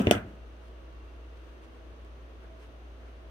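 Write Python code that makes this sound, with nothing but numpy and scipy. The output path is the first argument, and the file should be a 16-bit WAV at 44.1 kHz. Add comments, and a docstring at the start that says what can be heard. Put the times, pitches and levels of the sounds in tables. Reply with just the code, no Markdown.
"""A plastic glue gun scuffs over a cutting mat and is set down on a desk: a dull knock, then a sharp clack
as it tips onto its side, a short rattle and a brief ring of the small room. Fingers then press twine onto
a ball with faint rustles and ticks. Mains hum, a fan's air and tones, and a thin whine run throughout.
The blows and rattle are dying modes (plus a noise crack in each blow), scuff and twine are grainy noise,
the air is filtered noise, and the hum, fan tones and whine are sine waves whose levels vary."""
import sys
import numpy as np
from scipy import signal
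from scipy.fft import rfft, irfft
from scipy.io import wavfile

SR = 44100
rng = np.random.default_rng(int(sys.argv[2]) if len(sys.argv) > 2 else 0)


def master_out(mix):
    """Clip the mix to full scale and print it as 16-bit PCM to the path in sys.argv[1]."""
    frames = np.transpose(np.atleast_2d(mix))
    ceiling = np.clip(frames, -1, 1)
    pcm = np.round(ceiling * 32767).astype(np.int16)
    wavfile.write(sys.argv[1], SR, pcm)


N = 145530  # length in samples

# ringing modes of the plastic shell, before ring() reweights them: f/Hz, level/dB, time to fall 60 dB/s
SHELL_MODES = [(1060, -27.5, 0.02), (1380, -35, 0.025), (1895, -25.5, 0.018), (2397, -25, 0.036),
               (2736, -24.5, 0.016), (2920, -23, 0.027), (3500, -25.5, 0.016), (6600, -25.5, 0.008),
               (8574, -27, 0.018), (13400, -32.5, .018), (15200, -26, 0.016)]
WAVER = 0.73  # depth of the random wavering in the fan tones and the whine


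def amp(db):
    """Turns decibels into a gain."""
    return 10 ** (np.asarray(db) / 20)


def unit(x):
    """Scales a sound to an average strength (rms) of 1."""
    return x / np.sqrt(np.mean(x ** 2) + 1e-20)


def read(points, hz):
    """Reads between the points of a table, on a log-frequency axis."""
    f, value = np.transpose(points)
    return np.interp(np.log(hz + 1), np.log(f + 1), value)


def bins(x):
    """Lists the frequencies in a sound's spectrum."""
    return np.fft.rfftfreq(x.shape[-1], 1 / SR)


def colour(x, points):
    """Makes each frequency louder or softer by a table in dB."""
    return irfft(rfft(x) * amp(read(points, bins(x))), x.shape[-1])


def pan(db):
    """Gives left and right gains for a level difference; positive is louder on the left."""
    return amp(np.array([[.5], [-.5]]) * db)


def place(x, points):
    """Sets the left-right balance separately at each frequency."""
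    return irfft(rfft(x) * pan(read(points, bins(x))), x.shape[-1])


def add(mix, s, sound):
    """Mixes a sound in, starting at a time in seconds."""
    part = mix[:, max(round(s * SR), 0):][:, :sound.shape[-1]]
    part += sound[..., :part.shape[-1]]


def diffuse(pair):
    """Makes two unrelated signals alike in the bass, as at two close microphones."""
    # likeness of the two microphones: f/Hz, coherence (1 = same, 0 = unrelated, negative = opposed)
    likeness = [(60, 0.92), (300, 1), (640, 0.34), (1400, -0.18), (3000, 0.0048)]
    a, b = rfft(pair)
    same = np.clip(read(likeness, bins(pair)), -1, 1)
    right = same * a + np.sqrt(1 - same ** 2) * b
    return irfft(np.array([a, right]), pair.shape[-1])


def drift(rate_hz):
    """Wanders randomly with rms 1; movements faster than the rate are weakened."""
    x = rng.standard_normal(N)
    return unit(irfft(rfft(x) / (1 + (bins(x) / rate_hz) ** 4), N))


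def grainy(grain_db):
    """Makes stereo noise from many small slips of uneven size."""
    boost_db = grain_db * np.minimum(rng.exponential(1, N), 5)
    return unit(rng.standard_normal((2, N)) * amp(boost_db))


def soften(x, bright_hz, order):
    """Dulls a contact: a soft one passes little above its brightness."""
    return signal.lfilter(*signal.butter(order, min(bright_hz, SR / 2 - 1), fs=SR), x)


def ring(modes, t, flip):
    """Sums dying modes, each weighted by flip once more; a negative flip makes neighbours swing oppositely."""
    total = 0
    for k, (hz, db, t60) in enumerate(modes):
        total = total + flip ** k * amp(db - 60 * t / t60) * np.cos(2 * np.pi * hz * t)
    return total


def hum():
    """Mains hum: one low sine whose level rises and falls."""
    hum_level = [(0.4, -48), (1.3, -45.5), (1.69, -51), (2.1, -46.5), (2.72, -49), (3.06, -46), (3.25, -48)]  # level of the hum over time: t/s, level/dB
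    t = np.arange(N) / SR
    return amp(np.interp(t, *np.transpose(hum_level))) * unit(np.sin(2 * np.pi * 58.8 * t))


def fan_air():
    """Rushing air of the fan: steady noise, strongest in the bass."""
    air_tone = [(20, -19), (45, 5), (70, 2.5), (100, -1.5), (165, -8.5), (270, -4), (335, -0.5),
                (600, -3.5), (830, -10.5), (1300, -10), (2200, -17.5), (3000, -17.5), (5300, -30.5),
                (6400, -30), (7200, -41), (8700, -35.5), (11000, -42.5), (15500, -42)]  # tone of the air: f/Hz, relative level/dB
    air_balance = [(100, 7), (400, -2), (700, -1.5), (1300, 1), (3000, 2), (4800, 1.5), (6400, 6.5),
                   (7600, -2), (15000, -1.5)]  # where the air is heard: f/Hz, left-right level/dB
    air = colour(diffuse(rng.standard_normal((2, N))), air_tone)
    return amp(-53.5) * unit(place(air, air_balance))


def fan_tones():
    """Tones of the fan: sines whose strength and phase waver randomly."""
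    tones = [(244, -73.5, -16), (326, -67.5, 6), (649, -71, -11.5), (1130, -83, -22.5)]  # tones of the fan: f/Hz, level/dB, left-right level/dB
    t = np.arange(N) / SR
    out = 0
    for hz, db, pan_db in tones:
        turn = 2 * np.pi * (hz * t + rng.random())
        in_step = (1 + WAVER * drift(2.3)) * np.sin(turn)
        out_of_step = WAVER * drift(10.4) * np.cos(turn)
        out = out + amp(db) * pan(pan_db) * unit(in_step + out_of_step)
    return out


def background():
    """Hum, fan air and fan tones sounding together."""
    return hum() + fan_air() + fan_tones()


def whine():
    """A thin whine: a sine with fast random flutter that swells and recedes."""
    whine_level = [(0, -87), (.7, -79), (1.04, -73.5), (1.2, -78), (1.6, -79.5), (2.0, -85.5), (3.3, -83.5)]  # level of the whine over time: t/s, level/dB
    whine_hz, pan_db = 2740, 3
    t = np.arange(N) / SR
    flutter = 1 + WAVER * (drift(24.94) + 1j * drift(25))
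    tone = (flutter * np.exp(2j * np.pi * whine_hz * t)).real
    return pan(pan_db) * amp(np.interp(t, *np.transpose(whine_level))) * unit(tone)


def scuff():
    """The housing slides and settles on the mat: grainy noise that stops when the gun lies still."""
    scuff_level = [(0, -22.5), (.02, -29), (0.035, -36), (0.06, -32.5), (.085, -29.5), (0.104, -32.5),
                   (.135, -33), (.2, -41.5), (.228, -57), (.275, -48.5), (.32, -51.5), (0.371, -56)]  # strength of the sliding over time: t/s, level/dB
    scuff_tone = [(40, -30), (110, 0), (210, 11), (320, 5), (500, -0.5), (900, -13), (2000, -21.5),
                  (3000, -17), (4300, -37), (15000, -40.5)]  # tone of the sliding: f/Hz, relative level/dB
    s, db = np.transpose(scuff_level)
    level = amp(np.interp(np.arange(N) / SR, s, db, right=-np.inf))  # silent after the last point
    return level * unit(colour(diffuse(grainy(3)), scuff_tone))


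def room(x):
    """Dense reflections of a small room, where the bass lingers longest."""
    fade_time = [(80, 0.703), (260, .33), (700, 0.28), (1840, 0.29), (4000, 0.13), (7000, 0.12),
                 (12800, 0.21)]  # how long the room rings: f/Hz, time to fall 60 dB/s
    room_tone = [(60, -11), (210, -17), (350, -8), (600, -17), (1000, 1), (1500, 5.5), (2100, -3.5),
                 (3000, -10.5), (6000, 0), (14000, -16)]  # strength of the reflections: f/Hz, level/dB
    delay_s, build_s = 0.0026, 0.0019
    taps = diffuse(rng.choice([-1., 1.], (2, SR)))
    hz, t, z = signal.stft(taps, SR, nperseg=256)
    t60 = read(fade_time, hz)[:, None]
    even_out = np.sqrt(2 * np.log(1000) / (t60 * SR))  # a longer ring gets no extra energy
    z = z * amp(read(room_tone, hz)[:, None] - 60 * t / t60) * even_out
    tail = signal.istft(z, SR, nperseg=256)[1]
    tail = tail * np.clip((np.arange(tail.shape[-1]) / SR - delay_s) / build_s, 0, 1)
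    return signal.fftconvolve(x[:1], tail, axes=1)[:, :N]  # the left channel feeds both sides


def blow(thump_db, body_db, body_hz, crack_db, crack_hz):
    """One contact: the desk thumps, the body rings and the shell cracks, reaching the left microphone first."""
    # modes of the gun's body on the desk, before ring() reweights them: f/Hz, level/dB, time to fall 60 dB/s
    body_modes = [(238, -18.5, 0.071), (303, -20.5, 0.09), (376.7, -16, .05), (450, -17.5, 0.061),
                  (605, -6.5, 0.031), (682, -13.5, 0.049)]
    crack_tone = [(300, 0), (1100, 0), (2000, -3.5), (3000, 11.5), (3950, -12.5), (5400, -12.5), (7600, -7),
                  (11500, -13), (15500, -6)]  # tone of the shell's crack: f/Hz, relative level/dB
    thump_hz, thump_t60_s = 99.7, 0.072
    noise_db, noise_t60_s = -10, 0.013
    right_lag_s = .00021
    t = np.maximum(np.arange(SR // 3) / SR - np.array([[0], [right_lag_s]]), 0)
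    thump = amp(thump_db - 60 * t / thump_t60_s) * np.sin(2 * np.pi * thump_hz * t)
    body = soften((t > 0) * ring(body_modes, t, 0.91), body_hz, order=5)
    noise = unit(colour(rng.standard_normal(t.shape), crack_tone))
    crack = noise * amp(noise_db - 60 * t / noise_t60_s)
    shell = soften((t > 0) * (crack + ring(SHELL_MODES, t, -1.006)), crack_hz, order=3)
    return amp(crack_db) * shell - amp(body_db) * body - thump


def rattle():
    """Trigger and stand chatter against the shell in small, uneven contacts that die away."""
    per_s, bright_hz = 420, 3200  # average contacts each second, brightness
    start_db, t60_s, spread_db = -20.5, .17, 7.5
    t = np.arange(SR // 3) / SR
    taps = (rng.random(len(t)) < per_s / SR) * rng.choice([-1., 1.], len(t))
    uneven_db = spread_db * rng.uniform(-1.04, 1, len(t))
    taps = taps * amp(start_db - 60 * t / t60_s + uneven_db)
    return soften(signal.fftconvolve(taps, ring(SHELL_MODES, t, -0.908)), bright_hz, order=2)


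def glue_gun():
    """The scuff, blows and rattle, with the room's answer; the desk radiates little deep bass."""
    # blows of the gun: t/s, desk thump level/dB, body ring level/dB, body brightness f/Hz,
    # shell crack level/dB, crack brightness f/Hz
    blows = [(.0088, -47, -25.5, 380, -21, 2610), (0.0189, -37, -25, 420, -27.5, 14100),
             (0.044, -24, -11.5, 270, -36.5, 2500), (0.0699, -11, 0.5, 510, -6.5, 4000),
             (0.1109, -33, 3, 688, 0, 14500), (0.1243, -38.5, -8.5, 398.7, -18, 3000),
             (0.1318, -36, -23.5, 399, -21, 3600), (.151, -22.5, -10.5, 549.5, -17.5, 3890),
             (.161, -31, -14.5, 280, -33.5, 2500), (.18, -40, -30, 397, -24, 3900),
             (.248, -31, -29.5, 420, -55, 2000)]
    gun_balance = [(100, 0.5), (400, 1.5), (650, -1.5), (1300, 2.5), (3500, 1), (6400, 10.5), (8500, -11),
                   (11000, 3.5), (15000, -3.5)]  # where the gun is heard: f/Hz, left-right level/dB
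    low_cut_hz, rattle_s = 78, .114
    out = scuff()
    for s, *strengths in blows:
        add(out, s, blow(*strengths))
    add(out, rattle_s, rattle())
    out = signal.sosfilt(signal.butter(2, low_cut_hz, "high", fs=SR, output="sos"), out)
    padded = np.pad(out, ((0, 0), (0, SR)))  # keeps the end from wrapping round to the start
    return place(padded, gun_balance)[:, :N] + room(out)


def twine():
    """Grainy rubs, crisp in the fibres and dull in the ball, and tiny ticks under the fingers."""
    # fingers rubbing twine: middle t/s, half length t/s, fibre level/dB, ball level/dB
    rubs = [(0.295, 0.04, -78, -79), (0.651, 0.031, -69.5, -78), (1.46, 0.11, -74, -73),
            (1.643, 0.014, -65, -78), (1.76, 0.026, -77, -66), (2.445, 0.019, -78.5, -62),
            (2.629, 0.031, -65, -68.5), (3.07, 0.036, -74.5, -64.5)]
    ticks = [(.68, -61), (.926, -63.5), (1.372, -66), (2.047, -57), (2.437, -65.5), (3.003, -66)]  # fibres and nails ticking: t/s, level/dB
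    fibre_tone = [(500, 6.5), (3000, 6.5), (6000, -2), (7200, -7.5), (9000, -3.5), (11500, -12),
                  (15500, -14)]  # crisp tone of the fibres: f/Hz, relative level/dB
    ball_tone = [(200, -12), (800, 4), (1500, 12), (3000, -8), (6000, -30)]  # dull rub of the wound ball: f/Hz, relative level/dB
    tick_t60_s = .025
    t = np.arange(N) / SR
    crisp, dull = 0, 0
    for s, db in ticks:
        crisp = crisp + (t >= s) * amp(db - 60 * abs(t - s) / tick_t60_s)
    for s, half, fibre_db, ball_db in rubs:
        stroke = np.exp(-.5 * ((t - s) / half) ** 2)  # swells and fades smoothly
        crisp = crisp + amp(fibre_db) * stroke
        dull = dull + amp(ball_db) * stroke
    grains = grainy(4)
    return crisp * unit(colour(grains, fibre_tone)) + dull * unit(colour(grains, ball_tone))


def scene():
    """Adds the glue gun, the twine, the background and the whine."""
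    return glue_gun() + twine() + background() + whine()


def record(dry):
    """The recorder's band limit: a filter removes the treble above its edge."""
    edge_hz = 15750
    low_pass = signal.firwin(511, edge_hz, window=("kaiser", 8), fs=SR)
    return signal.oaconvolve(dry, low_pass[None], "same")


dry = scene()
out = record(dry)
master_out(out)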